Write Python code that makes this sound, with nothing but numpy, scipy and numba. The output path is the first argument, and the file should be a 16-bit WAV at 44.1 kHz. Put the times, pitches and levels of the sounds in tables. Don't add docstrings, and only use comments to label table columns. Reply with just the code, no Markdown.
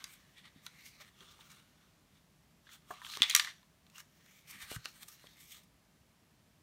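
import sys
import numpy as np
from scipy import signal
from scipy.fft import rfft, irfft
from scipy.io import wavfile
from scipy.ndimage import uniform_filter1d
from numba import njit

SR = 44100
rng = np.random.default_rng(int(sys.argv[2]) if len(sys.argv) > 2 else 0)


def bounce(signal):
    frames = np.transpose(np.atleast_2d(signal))
    limited = np.clip(frames, -1, 1)
    pcm = np.round(limited * 32767).astype(np.int16)
    wavfile.write(sys.argv[1], SR, pcm)


def gain_from_db(level_db):
    decades = np.asarray(level_db, float) / 20
    return 10 ** decades


N = 291942
T = np.arange(N) / SR

# [f/Hz, width/Hz, level/dB]
PANELS = [(820, 280, -6.5), (1210, 180, 4.5), (1613, 250, -8), (1850, 260, 1.5), (2250, 280, 7.5)]
SHELL = [(2900, 230, 6), (3450, 740, 5.5), (4200, 430, 4), (4950, 600, -1.5)]
RIBS = [(5820, 1500, 4.5), (6800, 660, -6), (8700, 2400, 1.5)]
FIBRES = [(11770, 1900, 2.5), (13600, 1500, 0), (15200, 2500, -1.5)]
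# [t/s, panel f/Hz, shell f/Hz, panels against shell level/dB]
GRIP = [(.1, 1500, 3494, 2.5), (.42, 1940, 3404, -2.5), (.8, 2050, 3918, 5), (0.881, 2100, 5000, -3),
        (1.029, 2200, 3400, 1), (1.2, 1350, 3483, -4.5), (1.6, 1450, 3670, -0.5), (2.7, 1500, 3470, -5.5),
        (3.0, 1109, 3200, 1.5), (3.131, 1250, 4200, -4.5), (3.26, 2180, 3450, 1.5),
        (3.451, 1850, 3600, -0.5), (3.97, 1427, 2900, -2.5), (4.47, 2250, 3490, 3.5),
        (4.64, 1775, 3807, 3.5), (4.74, 1500, 4200, -1), (5.03, 1610, 4200, -1.5), (5.55, 2300, 3310, -3)]
# [t/s of full pressure, ring level/dB,
# swell t/s, fade t/s, fibre hiss against ring level/dB]
STROKES = [(.002, -63, .05, 0.12, -10.5), (0.069, -71, 0.058, 0.6, -6), (.14, -70, 0.27, 0.031, 7),
           (0.384, -61, 0.037, 0.056, -17.5), (0.456, -61, 0.046, 0.059, -21),
           (.57, -75, 0.11, 0.17, -18), (.658, -69.5, 0.067, 0.071, 2), (.74, -78, 0.062, .2, -17),
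           (.81, -67.5, 0.19, 0.11, -4.5), (0.862, -60.5, .04, 0.084, -1),
           (.95, -69, 0.14, 0.12, -10), (1.014, -58, 0.039, 0.05, -7.5),
           (1.09, -69, 0.11, 0.017, -10), (1.212, -65.5, 0.11, 0.26, -11.5),
           (1.318, -64, 0.21, 0.092, -11), (1.416, -65, 0.1, 0.038, -10),
           (1.47, -68.5, .1, 0.045, -3), (1.502, -62.5, 0.0098, 0.15, -7.5),
           (1.6, -73, .3, 0.028, -10), (1.82, -78, .8, 0.44, -8), (2.186, -75, 0.19, 0.027, -13),
           (2.674, -66.5, .012, 0.091, -28), (2.739, -59, 0.083, 0.051, -5.5),
                    (2.909, -64.5, 0.043, 0.12, -0.5), (2.961, -62, .07, 0.072, -18),
                    (3.05, -57, 0.04, 0.35, -9), (3.155, -51, 0.2, .065, -10),
                    (3.25, -45, 0.028, 0.075, -25.5), (3.32, -45.5, 0.19, 0.069, -13),
                    (3.373, -39.5, 0.019, 0.081, -9), (3.44, -55.5, .2, 0.117, -14.5),
                    (3.49, -52, .1, 0.049, -22), (3.6, -80.5, 0.25, .1, -6.5),
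                    (3.96, -59, 0.027, 0.039, -7), (4.001, -58.5, 0.056, 0.025, -1.5),
           (4.208, -73.5, 0.02, .05, -12), (4.27, -76, 0.044, 0.39, -4),
                    (4.39, -73.5, 0.49, 0.066, 0.5), (4.483, -68, .03, 0.32, 5),
                    (4.51, -60, 0.026, 0.027, 8.5), (4.55, -60.5, 0.11, 0.074, -7),
                    (4.624, -52.5, 0.042, 0.064, -4), (4.714, -48.5, 0.045, 0.06, -5.5),
                    (4.76, -54, 0.089, 0.016, -0.5), (4.8, -72.5, .1, .15, -14),
                    (4.851, -52, 0.014, 0.027, -8), (4.889, -67.5, 0.14, 0.067, 1),
                    (4.97, -68, 0.12, .08, -1), (5.032, -56, 0.037, 0.014, -1.5),
                    (5.086, -63, 0.012, 0.02, 9), (5.142, -69.5, 0.2, 0.06, 9.5),
                    (5.269, -69.5, 0.55, 0.032, -6), (5.32, -74, 0.28, .3, -2),
                    (5.409, -68.5, 0.064, 0.21, 4), (5.523, -64, 0.068, 0.077, 7.5),
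                    (5.568, -60.5, 0.094, .065, -5), (5.636, -73, 0.0079, .015, 6)]
# [t/s, peak level/dB, favoured f/Hz, low level/dB, treble level/dB]
TICKS = [(0.0419, -32, 4850, -15, 1.5), (0.665, -33.5, 3930, -11.5, -3.5), (1.2068, -45.5, 3250, -9, -13),
         (1.2257, -57, 3100, 5, -10), (1.4092, -47.5, 3550, -24, -17), (1.517, -50.5, 6950, -6, 5.5),
         (2.669, -64, 1660, 10, -9), (2.6917, -51, 2070, 1, -15), (2.7259, -53, 2700, -15, -7),
         (2.9082, -50, 1140, 14, -8), (3.0173, -53, 1010, 11.5, -3), (3.6302, -59, 1010, 2, -22),
         (3.8661, -55, 1170, -9, -6.5), (3.8998, -55, 2600, -17.5, 1.5), (3.982, -47.5, 5400, 1, 9),
         (4.003, -52, 5540, 5, 9.5), (4.262, -52.5, 2280, -11, -3.5), (4.7458, -48, 6930, -9, 7.5),
         (5.0832, -49, 5200, -17.5, 5), (5.27, -45.5, 3320, -21, -9)]
# [t/s, peak level/dB, favoured f/Hz, low level/dB, treble level/dB]
KNOCKS = [
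    (3.0488, -33.5, 3070, -16, -19),
    (3.0658, -35.5, 3250, -7.5, -17.5),
    (3.1376, -32.5, 2690, -6, -13.5),
    (3.1528, -38, 3370, -10.5, -7),
    (3.1722, -29.5, 1125, -4, -3),
    (3.205, -36.5, 2843, -14.5, -16),
    (4.762, -43.5, 1683, 5.5, 4.5),
    (4.8569, -27, 2690, -7, -7.5),
]
# [t/s, peak level/dB, favoured f/Hz, low level/dB, treble level/dB]
CLATTER = [(3.2204, -7, 3430, -25, -13.5), (3.2308, -15.5, 3500, -23, -11), (3.235, -21, 3210, -22.5, -12),
           (3.239, -22, 3480, -19.5, -16), (3.298, -23.5, 6900, -19, 5), (3.3014, -21, 3300, -23.5, -6),
           (3.31, -21.5, 4020, -18.5, -10), (3.3379, -38, 1120, 0.5, -7), (3.35, -9.5, 5800, -12.5, 4.5),
           (3.3573, -29, 1758, -5.5, 1.5), (3.3627, -21.5, 5800, -3, 9.5),
           (3.3964, -23.5, 1720, -12.5, -1.5), (3.3971, -15.5, 1780, -6.5, -12),
           (3.447, -29, 1740, -4.5, -9.5), (3.473, -39, 1984, 6.5, -5.5)]
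# [f/Hz, level/dB per Hz]
PLASTIC = [(590, -37), (1000, -10.5), (1370, -6.5), (1700, -2.5), (2980, -6.5), (3630, -2), (4820, -4.5),
           (5610, -9.5), (6850, -6.5), (7970, -11), (9070, -7), (10200, -15.5), (11700, -11.5),
           (15000, -17.5), (16500, -33)]
# [t/s, peak level/dB, f/Hz, time to fall 60 dB t/s]
BUMPS = [(0.56, -49.5, 196, 0.073), (1.005, -56, 603, 0.062), (1.212, -57, 385, 0.11),
         (1.391, -53, 902, 0.034), (2.906, -33.5, 723, 0.031), (2.912, -39, 1060, 0.046),
         (3.172, -41, 400, 0.019), (3.205, -39.5, 234.3, .04), (4.549, -53.5, 194, 0.17),
         (4.629, -53, 70.5, 0.16), (4.716, -24, 480, 0.004), (4.763, -32.5, 114, 0.08),
         (4.855, -44, 485, 0.013), (5.242, -42.5, 487, 0.0082), (5.241, -49.5, 1040, 0.024)]
# [f/Hz, time to fall 60 dB t/s, level/dB]
ROOM = [(700, 0.12, -15.5), (1500, 0.22, -31.5), (2780, 0.15, -26.5), (6040, .32, -21.5),
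        (12000, 0.15, -25.5)]
# [f/Hz, level/dB per Hz]
HOUSE = [(12, -66.5), (20, -31.5), (29, -44.5), (44, -5.5), (118, -8.5), (157, -2.5), (248, -11),
         (274, -12.5), (464, -19.5), (506, -21), (600, -29), (780, -48.5), (1320, -120)]
# [f/Hz, level/dB per Hz]
HISS = [(350, -33), (600, -1.5), (739, -5), (885, -5.5), (1300, -6), (1420, -10), (1540, -7), (1820, -7.5),
        (3000, -9.5), (3790, -11), (4800, -12), (5520, -12), (8840, -16), (15200, -18.5), (16500, -34.5)]
# [f/Hz, width/Hz, level/dB]
MIC_DIPS = [(4900, 370, -2.5), (10460, 600, -4)]

HOUSE_DB, HISS_DB = -69.5, -73
STROKE_DROP_DB = 20
RIB_DB, RIB_PER_FIBRE = 3, 0.63
PANEL_FOLLOW, PANEL_EVEN_DB = 0.8, -61
FLEX = 0.035
WAVER_DB = 3.4
FREE_DB, FREE_WIDTH = -5, 0.1
TICK_T60_S, KNOCK_T60_S, CLATTER_T60_S = 0.023, 0.0105, 0.022


def rubbing():
    push = rng.standard_normal(N)
    jerk_db = 2.2 * np.minimum(rng.exponential(size=N // 12 + 1), 5)
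    size = np.repeat(gain_from_db(jerk_db), 12)[:N]

    def jerks():
        return size * np.roll(push, rng.integers(N))

    grip_db = 0.55 * walk(60) + 0.92 * walk(200)
    ring_db, fibre_db = pressure()
    grip_s, panel_hz, shell_hz, panel_db = np.transpose(GRIP)
    lag_db = (PANEL_FOLLOW - 1) * np.maximum(ring_db - PANEL_EVEN_DB, -3)
    groups = [(SHELL, 0, np.interp(T, grip_s, shell_hz)),
              (PANELS, np.interp(T, grip_s, panel_db) + lag_db, np.interp(T, grip_s, panel_hz)),
              (RIBS, RIB_DB + RIB_PER_FIBRE * fibre_db, None),
              (FIBRES, fibre_db, None)]
    out = 0
    for modes, group_db, free_hz in groups:
        flex = 1 + FLEX * walk(9) * (modes is not FIBRES)
        body, power = 0, 0
        for hz, width_hz, db in modes:
            damped_db = 0
            if free_hz is not None:
                damped_db = np.minimum(18 * abs(np.log2(hz / free_hz)), 8.5)
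            gain = gain_from_db(db - damped_db + WAVER_DB * walk(18))
            mode = gliding_ring(jerks(), hz * flex, width_hz / hz)
            body = body + gain * unit(ring(mode, hz, 4.5 * width_hz))
            power = power + gain ** 2
        body = body / np.sqrt(power)
        if free_hz is not None:
            song = gliding_ring(jerks(), free_hz, FREE_WIDTH)
            body = body + gain_from_db(FREE_DB + WAVER_DB * walk(23)) * unit(song)
        out = out + body * gain_from_db(ring_db + group_db + grip_db)
    return out


def pressure():
    t = T[::32]
    ring_power, fibre_sum = 1e-12, 0
    for s, db, swell_s, fade_s, fibre_db in STROKES:
        away = np.maximum((s - t) / swell_s, (t - s) / fade_s)
        power = gain_from_db(2 * (db - STROKE_DROP_DB * away))
        ring_power = ring_power + power
        fibre_sum = fibre_sum + power * fibre_db
    return np.interp(T, t, 10 * np.log10(ring_power)), np.interp(T, t, fibre_sum / ring_power)


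def clicks():
    out = np.zeros(N)
    for rows, t60 in ((TICKS, TICK_T60_S), (KNOCKS, KNOCK_T60_S), (CLATTER, CLATTER_T60_S)):
        for s, db, hz, low_db, high_db in rows:
            add(out, s - 0.0003, gain_from_db(db) * contact(hz, low_db, high_db, t60))
    return signal.sosfilt(signal.butter(4, 850, "high", fs=SR, output="sos"), out)


def contact(hz, low_db, high_db, t60):
    t = np.arange(2048) / SR
    spread, size, phase = rng.random((3, 70))
    f = 1000 + 15300 * np.linspace(0, 1, num=70) ** 1.5 + 200 * (spread - 0.5)
    plastic_hz, plastic_db = np.transpose(PLASTIC)
    gain = gain_from_db(np.interp(np.log(f), np.log(plastic_hz), plastic_db) - 2.6 * size)
    nearby = abs(np.log(f / hz)) < 0.3
    gain = np.append(gain, gain_from_db(8.5 - 0.45 * high_db) * gain[nearby].max())
    f, phase = np.append(f, hz), np.append(phase, 0)
    fade = np.log(1000) / (t60 * (3000 / f) ** 0.6)
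    waves = np.sin(2 * np.pi * (f[:, None] * t + phase[:, None]))
    modes = gain[:, None] * waves * np.exp(-fade[:, None] * t)
    low, high = f < 2000, f >= 5500
    out = 0
    for group, db in ((low, low_db), (~low & ~high, 0), (high, high_db)):
        part = modes[group].sum(axis=0) * np.minimum(t / 0.000083, 1)
        out = out + gain_from_db(db) * part / abs(part).max()
    return out


def bumps():
    out, t = np.zeros(N), np.arange(8192) / SR
    for s, db, hz, t60 in BUMPS:
        modes = 0
        for ratio, mode_db in ((1, 1.0), (0.584, -8), (1.3, -6.5)):
            modes = modes + gain_from_db(mode_db) * np.sin(2 * np.pi * hz * ratio * t)
        swell = 1 - np.exp(-4 * hz * t)
        add(out, s, gain_from_db(db - 3.0) * modes * swell * np.exp(-np.log(1000) * t / t60))
    return out


def room(x):
    t = np.arange(SR // 2) / SR
    tail = 0
    for hz, t60, db in ROOM:
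        band = unit(ring(rng.standard_normal(len(t)), hz, hz * 1.2))
        tail = tail + gain_from_db(db) * band * np.exp(-np.log(1000) * t / t60)
    onset = np.clip((t - 0.002) / 0.0048, 0, 1)
    return signal.fftconvolve(x, tail * onset * gain_from_db(-25))[:N]


def house_hum():
    return gain_from_db(HOUSE_DB + 0.47 * walk(0.42) + 0.8 * walk(27)) * coloured(HOUSE)


def microphone_hiss():
    return gain_from_db(HISS_DB + 0.41 * walk(0.7)) * coloured(HISS)


def unit(x):
    return x / np.sqrt(np.mean(x ** 2))


def ring(x, hz, width_hz):
    return signal.lfilter(*signal.iirpeak(hz, hz / width_hz, fs=SR), x)


@njit
def gliding_ring(x, hz, sharp):
    y, band, low = np.empty(len(x)), 0., 0.
    for i in range(len(x)):
        g = np.tan(np.pi * hz[i] / SR)
        v = (band + g * (x[i] - low)) / (1 + g * (g + sharp))
        band = 2 * v - band
        low = low + 2 * g * v
        y[i] = sharp * v
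    return y


def add(out, s, sound):
    i = int(s * SR)
    out[i:i + len(sound)] += sound[:N - i]


def walk(rate):
    k = int(SR / rate)
    steps = np.repeat(rng.standard_normal(N // k + 1), k)
    return 1.3 * uniform_filter1d(uniform_filter1d(steps, k), k)[:N]


def coloured(points):
    hz, db = np.transpose(points)
    f = np.maximum(np.arange(N // 2 + 1) * SR / N, 1)
    shape = gain_from_db(np.interp(np.log(f), np.log(hz), db, -90, -90))
    return unit(irfft(rfft(rng.standard_normal(N)) * shape, N))


def top_in_attacks(x):
    body = irfft(rfft(x) * (np.arange(N // 2 + 1) * SR / N < 15800), N)
    power = uniform_filter1d(np.diff(x, prepend=0) ** 2, size=128)
    attack = power > 8 * uniform_filter1d(power, size=2048)
    opening = np.minimum(8 * uniform_filter1d(1. * attack, size=128), 1)
    return body + (x - body) * opening


def scene():
    soft = rubbing()
    hard = clicks() + bumps()
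    echoes = room(hard + gain_from_db(-5.5) * soft)
    return (soft + hard + echoes + house_hum())[None]


def top_cut(x):
    return signal.sosfilt(signal.butter(12, 16830, fs=SR, output="sos"), x)


def record(dry):
    x = dry[0]
    for hz, width_hz, db in MIC_DIPS:
        x = x + (gain_from_db(db) - 1) * ring(x, hz, width_hz)
    x = x + microphone_hiss()
    x = signal.sosfilt(signal.butter(3, 42, "high", fs=SR, output="sos"), x)
    mix = top_in_attacks(x)[None]
    return top_cut(mix)


dry = scene()
out = record(dry)
bounce(out)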